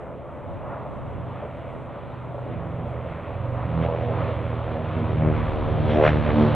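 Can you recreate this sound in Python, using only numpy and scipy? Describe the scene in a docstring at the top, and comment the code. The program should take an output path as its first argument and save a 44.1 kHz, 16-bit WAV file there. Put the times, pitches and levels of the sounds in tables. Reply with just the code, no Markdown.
"""A twin radial-engined aircraft approaches across an airfield, heard on a small stereo camera in a breeze.
From the start a ground machine hums under far-off exhaust orders, whose pitch falls throughout with Doppler.
Two three-blade propellers run slightly apart and beat; both roar in puffs at each pass, the faster one's tips
rasp, and bass, middle and treble swell apart in unsteady air. Gusts rumble on each microphone and a heavier
one thumps both near 5.5 s; the propellers' treble peaks near 6.1 s."""
import sys
import numpy as np
from scipy import signal
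from scipy.fft import rfft, irfft, dct, next_fast_len
from scipy.io import wavfile
from scipy.ndimage import uniform_filter1d

SR = 44100
rng = np.random.default_rng(int(sys.argv[2]) if len(sys.argv) > 2 else 0)


def store_wav(level_fs):
    """Save 16-bit WAV to argv[1]."""
    pcm = np.round(np.clip(np.atleast_2d(level_fs), -1, 1) * 32767)
    wavfile.write(sys.argv[1], SR, pcm.T.astype(np.int16))


N = 288840
BINS_HZ = np.arange(N // 2 + 1) * SR / N


def undb(db):
    """Decibels to gain."""
    return 10 ** (np.asarray(db) / 20)


def unit(x):
    """Scaled to rms 1."""
    return x / np.sqrt(np.mean(x ** 2))


def curves(table):
    """Columns of a (time [s], ..) table at every sample."""
    time_s, *columns = np.transpose(table)
    return [np.interp(np.arange(N) / SR, time_s, column) for column in columns]


def at_hz(table, hz, axis=1):
    """A column of a (frequency [Hz], ..) table read on a log-frequency axis."""
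    t = np.array(table)
    return np.interp(np.log(hz + 1e-9), np.log(t[:, 0]), t[:, axis])


def coloured(x, spectrum):
    """Filters a sound by a (frequency [Hz], level [dB]) table and scales it to rms 1."""
    return unit(irfft(rfft(x) * undb(at_hz(spectrum, BINS_HZ)), N))


def noise(spectrum):
    """Unit noise of a given colour."""
    return coloured(rng.standard_normal(N), spectrum)


def walk(rate_hz):
    """Random levels, one per 1 / rate_hz, smoothed twice over that time; spread near 1."""
    hold = int(SR / rate_hz)
    steps = np.repeat(rng.standard_normal(N // hold + 1), hold)
    return 1.5 * uniform_filter1d(uniform_filter1d(steps, hold), hold)[:N]


def bands(x, edges_hz):
    """Splits a sound into neighbouring bands with soft edges that sum to the whole."""
    hz = np.arange(N) * SR / (2 * N)
    below = [0] + [1 / (1 + (hz / edge) ** 8) for edge in edges_hz] + [1]
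    spectrum = dct(x, norm="ortho")
    return [dct(spectrum * (hi - lo), type=3, norm="ortho") for lo, hi in zip(below, below[1:])]


def hum():
    """Machine on the ground: harmonics of its rate, each wavering slightly in level."""
    rate_hz = 70.74
    # machine lines: (multiple of its rate, rms level [dB])
    lines = [(1, -50), (2, -49), (3, -62.5), (4, -57.5), (5, -57), (8, -53)]
    turns_rad = 2 * np.pi * rate_hz * np.arange(N) / SR
    total = 0
    for k, db in lines:
        level = np.sqrt(2) * undb(db + 0.67 * walk(7.1))
        total = total + level * np.sin(k * turns_rad + rng.uniform(0, 2 * np.pi))
    return total


def wind(buffet_db=1.8, right_db=1.5):
    """Gusts rumble on each microphone alone, in quick lumps; one heavier gust thumps both."""
    # strength of the breeze: (time [s], level [dB])
    gusts = [(0, -44), (.32, -43), (.55, -38.5), (1.0, -35), (1.45, -41), (2.0, -42.5), (2.5, -39),
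             (3.3, -49), (3.95, -42.5), (4.8, -47.5), (5.35, -28), (5.6, -33), (6.0, -28), (6.55, -29.5)]
    # rumble colour: (frequency [Hz], relative density [dB per Hz])
    rumble_colour = [(15, -19), (30, -2.5), (55, -0.5), (90, 7), (170, -2.5), (300, -3.5), (550, -15),
                     (850, -25.5), (1200, -32.5), (2000, -79)]
    # thump colour: (frequency [Hz], relative density [dB per Hz])
    thump_colour = [(12, -11.5), (30, 9), (55, 15), (90, -16.5), (200, -68)]
    thump_s, thump_db, rise_db_s, fall_db_s = 5.48, -28, 75.5, 51.5
    gust_db = curves(gusts)[0] + 1.1 * walk(5)
    late_s = np.arange(N) / SR - thump_s
    thump = noise(thump_colour) * undb(thump_db + np.minimum(rise_db_s * late_s, -fall_db_s * late_s))
    sides = [noise(rumble_colour) * undb(gust_db + side_db + buffet_db * walk(25))
             for side_db in (-right_db / 2, right_db / 2)]
    return thump + np.array(sides)


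def swells(hz):
    """Level change [dB] at one frequency as unsteady air briefly focuses parts of the propeller sound."""
    # swells: (time [s], half length [s], centre [Hz], lift [dB])
    swell_list = [(0.53, 0.077, 130, 11.5), (0.67, 0.15, 820, 10), (1.14, 0.087, 230, 5),
                  (1.23, 0.2, 1100, 2.5), (1.446, 0.03, 590, 6.5), (2.5, 0.074, 190, 12),
                  (2.493, 0.072, 510, 2), (2.79, 0.22, 185, 13.5), (3.6, 0.069, 960, 6),
                  (3.74, 0.1, 160, 12), (3.842, 0.023, 2400, 11), (3.895, 0.086, 630, 8),
                  (4.166, 0.14, 660, 4.5), (4.19, 0.082, 1600, 6), (3.9, 0.064, 1000, 3),
                  (0.12, 0.2, 400, 3.5), (3.8, 0.068, 140, 5.5), (4.1, 0.033, 450, 2),
                  (4.3, 0.03, 2200, 2.5), (5.255, 0.065, 520, 8), (4.8, 0.048, 450, 4.5),
                  (5.6, 0.07, 590, 2.5), (5.35, 0.2, 140, 4.5), (5.38, 0.044, 2400, 6),
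                  (5.79, 0.071, 130, 6), (5.938, 0.054, 2400, 11), (5.939, 0.063, 220, 7),
                  (6.01, 0.082, 633, 11.5), (5.985, 0.049, 330, 3.5), (6.046, 0.063, 1400, 6.5),
                  (6.067, 0.034, 2230, 10), (6.419, 0.079, 273, 8), (6.42, 0.062, 1000, 6),
                  (6.296, 0.034, 1600, 6.5), (6.3, 0.032, 2700, -1), (5, 0.043, 240, 5), (6.3, .15, 210, 2),
                  (7, 0.039, 800, 3), (4.7, 0.17, 80, 5), (5.8, .1, 80, 5), (1.2, .1, 80, 5),
                  (5.22, 0.11, 140, 7.5), (5.25, 0.076, 1900, 5), (5.23, .1, 250, 7), (4.03, 0.088, 550, 4),
                  (3.72, .08, 600, 3), (5.0, .1, 240, 4), (6.42, .05, 4200, 4), (5.26, .06, 1900, 4),
                  (4.03, .1, 2600, 3), (5.27, .05, 700, 4)]
    width_octaves = 0.52
    flatness = 3  # above 2: holds its top, drops off quickly
    t = np.arange(0, N + 100, 100) / SR
    lift_db = 0
    for time_s, half_s, centre_hz, db in swell_list:
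        in_time = np.abs((t - time_s) / half_s) ** flatness
        in_pitch = (np.log2(hz / centre_hz) / width_octaves) ** 2
        lift_db = lift_db + db * np.exp(-in_time - in_pitch)
    return curves(np.transpose([t, lift_db]))[0]


def exhaust(turns_rad):
    """Orders of the engine cycle from uneven exhaust stacks; each wavers on its way through the air."""
    # exhaust orders: (multiple of the cycle rate, relative level [dB])
    orders = [(2, -31), (3, -5.5), (4, 2.5), (5, 9), (6, -6), (7, -8.5), (8, -15.5), (9, -11), (10, -22.5),
              (12, -10.5), (14, -24), (18, -26), (21, -20.5), (22, -6.5), (23, -27.5), (24, -32)]
    # rise and fall of the fourth order against the others: (time [s], lift [dB])
    fourth = [(0, 0), (.6, 2), (1, -0.5), (1.8, 1), (2.2, -3), (2.55, 5.5), (3, -7), (3.4, 0.5),
              (3.8, -4.5), (4.2, 2), (4.6, 0), (5, 8), (5.3, 7), (5.8, 6), (6.1, 2.5), (6.55, -1)]
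    fourth_db = curves(fourth)[0]
    total = 0
    for k, db in orders:
        level = undb(db + 1.2 * walk(5) + fourth_db * (k == 4))
        total = total + level * np.sin(k * turns_rad + rng.uniform(0, 2 * np.pi) + .2 * walk(6))
    return total


def blades(turns_rad, hz, slap_db, bass_db, count=36):
    """One steep suction pulse a pass; eddies shift and fade the upper harmonics, shifting less as slap grows."""
    # blade pulse with the ground's dip and lift: (frequency [Hz], relative harmonic level [dB])
    pulse_colour = [(60, 8), (90, 8.5), (160, 4), (240, -2.5), (330, -4.5), (450, 2), (600, 4.5),
                    (750, -5.5), (1200, -19), (2000, -27.5), (2800, -32.5)]
    skew_rad = 1.0  # pressure rises just before the suction
    phase_rad = turns_rad + .025 * walk(10)
    eddy = np.minimum(np.arange(count) / 5, 1)  # long waves are little affected
    scatter_rad = np.minimum(.85 * undb(-slap_db), 1)
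    total = 0
    for k in range(1, count):
        level = undb(at_hz(pulse_colour, k * hz) + bass_db * (1 - eddy[k]) + 1.8 * eddy[k] * walk(5))
        total = total + level * np.cos(k * phase_rad - skew_rad + scatter_rad * eddy[k] * walk(4))
    return -total


def roar(turns_rad, puff_db):
    """Turbulent noise that flickers band by band and puffs at each blade pass, harder with stronger slap."""
    # tip and slipstream roar: (frequency [Hz], relative density [dB per Hz])
    roar_colour = [(30, -16.5), (60, -2.5), (120, -9.5), (200, -13.5), (350, -17), (450, -9), (550, -2),
                   (680, -4.5), (780, -10.5), (1000, -12.5), (1300, -17.5), (1600, -25.5), (2400, -24.5),
                   (3500, -25), (4200, -33.5), (4700, -43.5), (6000, -86)]
    puff = np.exp(.22 * undb(puff_db) * (np.cos(turns_rad) - .3))
    parts = bands(noise(roar_colour), [120, 200, 340, 550, 900, 1400, 2200, 3200])
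    return puff * sum(undb(.7 * walk(14)) * part for part in parts)


def cracks(turns_rad):
    """Bright rasp of the blade tips: a steady hiss with an uneven crack at each pass."""
    # tip rasp: (frequency [Hz], relative density [dB per Hz])
    rasp_colour = [(1500, -20), (3000, -4), (4800, 0), (5600, 6), (6500, -7), (7400, -8.5), (8000, -41.5)]
    passes = np.floor(turns_rad / (2 * np.pi) + .5).astype(int)
    passes -= passes[0]
    size = undb(5 * rng.standard_normal(passes[-1] + 1))[passes]
    gate = .6 + size * np.exp(14 * (np.cos(turns_rad) - 1))
    return coloured(rng.standard_normal(N) * gate, rasp_colour)


def propellers(slow_rad, fast_rad, slow_hz, fast_hz, gained_db):
    """Slap of two propellers slightly apart in speed, mixed with their roar; slap gains on roar with treble."""
    slap_db = -4.5 + .55 * gained_db + swells(hz=413)  # slap over roar
    fast_db = .16 * gained_db  # faster propeller over slower
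    slow_slap = unit(blades(slow_rad, slow_hz, slap_db, bass_db=-9))  # weak in its lowest tones
    fast_slap = unit(blades(fast_rad, fast_hz, slap_db, bass_db=1.5))
    slap = undb(slap_db) * (slow_slap + undb(fast_db) * fast_slap) / np.sqrt(1 + undb(2 * fast_db))
    puff_db = np.minimum(slap_db, 3)
    both_roar = unit(roar(slow_rad, puff_db) + roar(fast_rad, puff_db))
    return (slap + both_roar) / np.sqrt(1 + undb(2 * slap_db))


def through_air(props, bass_db, gained_db):
    """Sets the level of each propeller band: air absorbs treble most, so the top bands gain fastest."""
    # band edges [Hz]
    edges_hz = [125, 190, 340, 900, 1500, 2400, 3600]
    # bands above the lowest: (centre [Hz], level when far off [dB], gain [dB per dB of treble])
    air_bands = [(156, -52.5, 1), (257, -49, 0.907), (536, -41.5, 0.6391), (1140, -49, 0.7634),
                 (1930, -58.5, 0.9755), (2950, -71.5, 1.36), (4100, -82.5, 1.55)]
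    levels_db = [bass_db - 9.5 + .15 * gained_db + swells(hz=80)]  # lowest band follows the drone
    for centre_hz, db, gain in air_bands:
        levels_db.append(db + gain * gained_db + swells(centre_hz) + 1.2 * walk(14))
    return sum(unit(band) * undb(db) for band, db in zip(bands(props, edges_hz), levels_db))


def aircraft():
    """Both engines and propellers on one falling cycle rate, after the way through the air."""
    # four-stroke cycle rate as heard, with Doppler: (time [s], rate [Hz])
    cycle = [(0, 25.15), (.5, 24.97), (1, 24.79), (1.5, 24.67), (2, 24.57), (2.5, 24.46), (3, 24.31),
             (3.5, 24.10), (4, 23.82), (4.5, 23.47), (5, 23.07), (5.5, 22.66), (6, 22.26), (6.55, 21.88)]
    # exhaust drone: (time [s], level [dB])
    drone = [(0.0, -51.5), (0.29, -51), (1.28, -34.5), (1.93, -43.5), (2.86, -30), (3.21, -34.5),
             (3.43, -28), (3.89, -26.5), (3.94, -31), (4.3, -26.5), (4.69, -33), (5.05, -30), (5.38, -27),
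             (5.4, -31), (5.47, -26), (5.58, -36), (5.73, -27.5), (6.38, -25), (6.55, -26.5)]
    # propellers' treble, 2200-4500 Hz, as the aircraft nears: (time [s], level [dB])
    nearing = [(0, -64.5), (1.05, -63), (1.3, -60.5), (1.85, -62), (2.5, -60.5), (3.2, -59), (3.6, -57.5),
               (3.85, -51.5), (4.3, -53), (4.6, -54.5), (5.1, -51), (5.4, -51), (5.7, -49), (5.95, -46),
               (6.08, -39.5), (6.2, -46.5), (6.42, -43), (6.55, -45)]
    # wandering of each propeller's pulse timing: (time [s], slower, faster propeller [blade passes])
    arrival = [(0, 0, -.1), (4, -.03, -.08), (4.9, .1, -.04), (5.15, .17, -.02), (5.35, .15, .07),
               (5.6, .12, .12), (6, .1, .05), (6.55, .1, .02)]
    blades_per_cycle = 3 * 2 * 9 / 16  # three blades, two crank turns, 16:9 reduction gear
    near_speed, far_speed = .998, 1.0145  # propeller speeds over the cycle rate
    far_off_db, far_exhaust_db = -63, -11  # treble reference; far exhaust against near
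    meet_s = 6.211  # propellers level here, before that wandering
    hz = curves(cycle)[0]
    turns_rad = 2 * np.pi * np.cumsum(hz) / SR
    turns_rad -= turns_rad[int(meet_s * SR)]
    bass_db = curves(drone)[0]
    gained_db = curves(nearing)[0] - far_off_db
    both_exhausts = exhaust(turns_rad) + undb(far_exhaust_db) * exhaust(far_speed * turns_rad)
    engines = unit(both_exhausts) * undb(bass_db)
    slow_ratio, fast_ratio = blades_per_cycle * near_speed, blades_per_cycle * far_speed
    slow_late, fast_late = curves(arrival)
    slow_rad = slow_ratio * turns_rad - 2 * np.pi * slow_late
    fast_rad = fast_ratio * turns_rad - 2 * np.pi * fast_late
    props = propellers(slow_rad, fast_rad, slow_ratio * hz, fast_ratio * hz, gained_db)
    rasp = cracks(fast_rad) * undb(-100 + 1.5 * (gained_db + swells(hz=3240)))
    return engines + through_air(props, bass_db, gained_db) + rasp


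def scene():
    """The ports hear the aircraft and hum slightly apart in time; the camera body shades the left one's bass."""
    # port differences: (frequency [Hz], right minus left [dB], left lead [rad])
    ports = [(60, 4.5, .1), (150, 4.0, .2), (300, 2.8, .35), (640, .5, .25), (1200, .5, .16),
             (4400, .2, .14)]
    # how far the panning camera turns its shaded side to the aircraft: (time [s], share [0-1])
    shade_share = [(0, .1), (.8, .1), (1.2, .6), (2.2, .6), (3, .8), (4, 1.0), (4.8, .9), (5.2, .3),
                   (5.8, .2), (6.55, .4)]
    size = next_fast_len(N + SR // 4)
    hz = np.arange(size // 2 + 1) * SR / size
    lag = np.exp(-.5j * at_hz(ports, hz, axis=2))
    shade = undb(at_hz(ports, hz) / 2)
    spectrum = rfft(aircraft() + hum(), size)

    def stereo(tilt):
        """Left and right get opposite halves of the difference."""
        return np.array([irfft(spectrum * t, size)[:N] for t in (1 / tilt, tilt)])

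    clear, shaded = stereo(lag), stereo(lag * shade)
    return clear + curves(shade_share)[0] * (shaded - clear) + wind()


def record(dry):
    """Preamplifier hiss, mostly common to both sides, then a steep cut at the top."""
    # hiss colour: (frequency [Hz], relative density [dB per Hz])
    hiss_colour = [(3000, -7), (5500, 1.5), (8000, 7.5), (9700, 3.5), (10500, -1), (13000, -4.5)]
    common_db, top_hz = -81, 12750
    apart = .45 * noise(hiss_colour) * np.array([[1], [-1]])
    hiss = undb(common_db + 1.2 * walk(16)) * (noise(hiss_colour) + apart)
    low_pass = signal.ellip(8, .2, 70, top_hz, fs=SR, output="sos")
    return signal.sosfilt(low_pass, dry + hiss)


dry = scene()
out = record(dry)
store_wav(out)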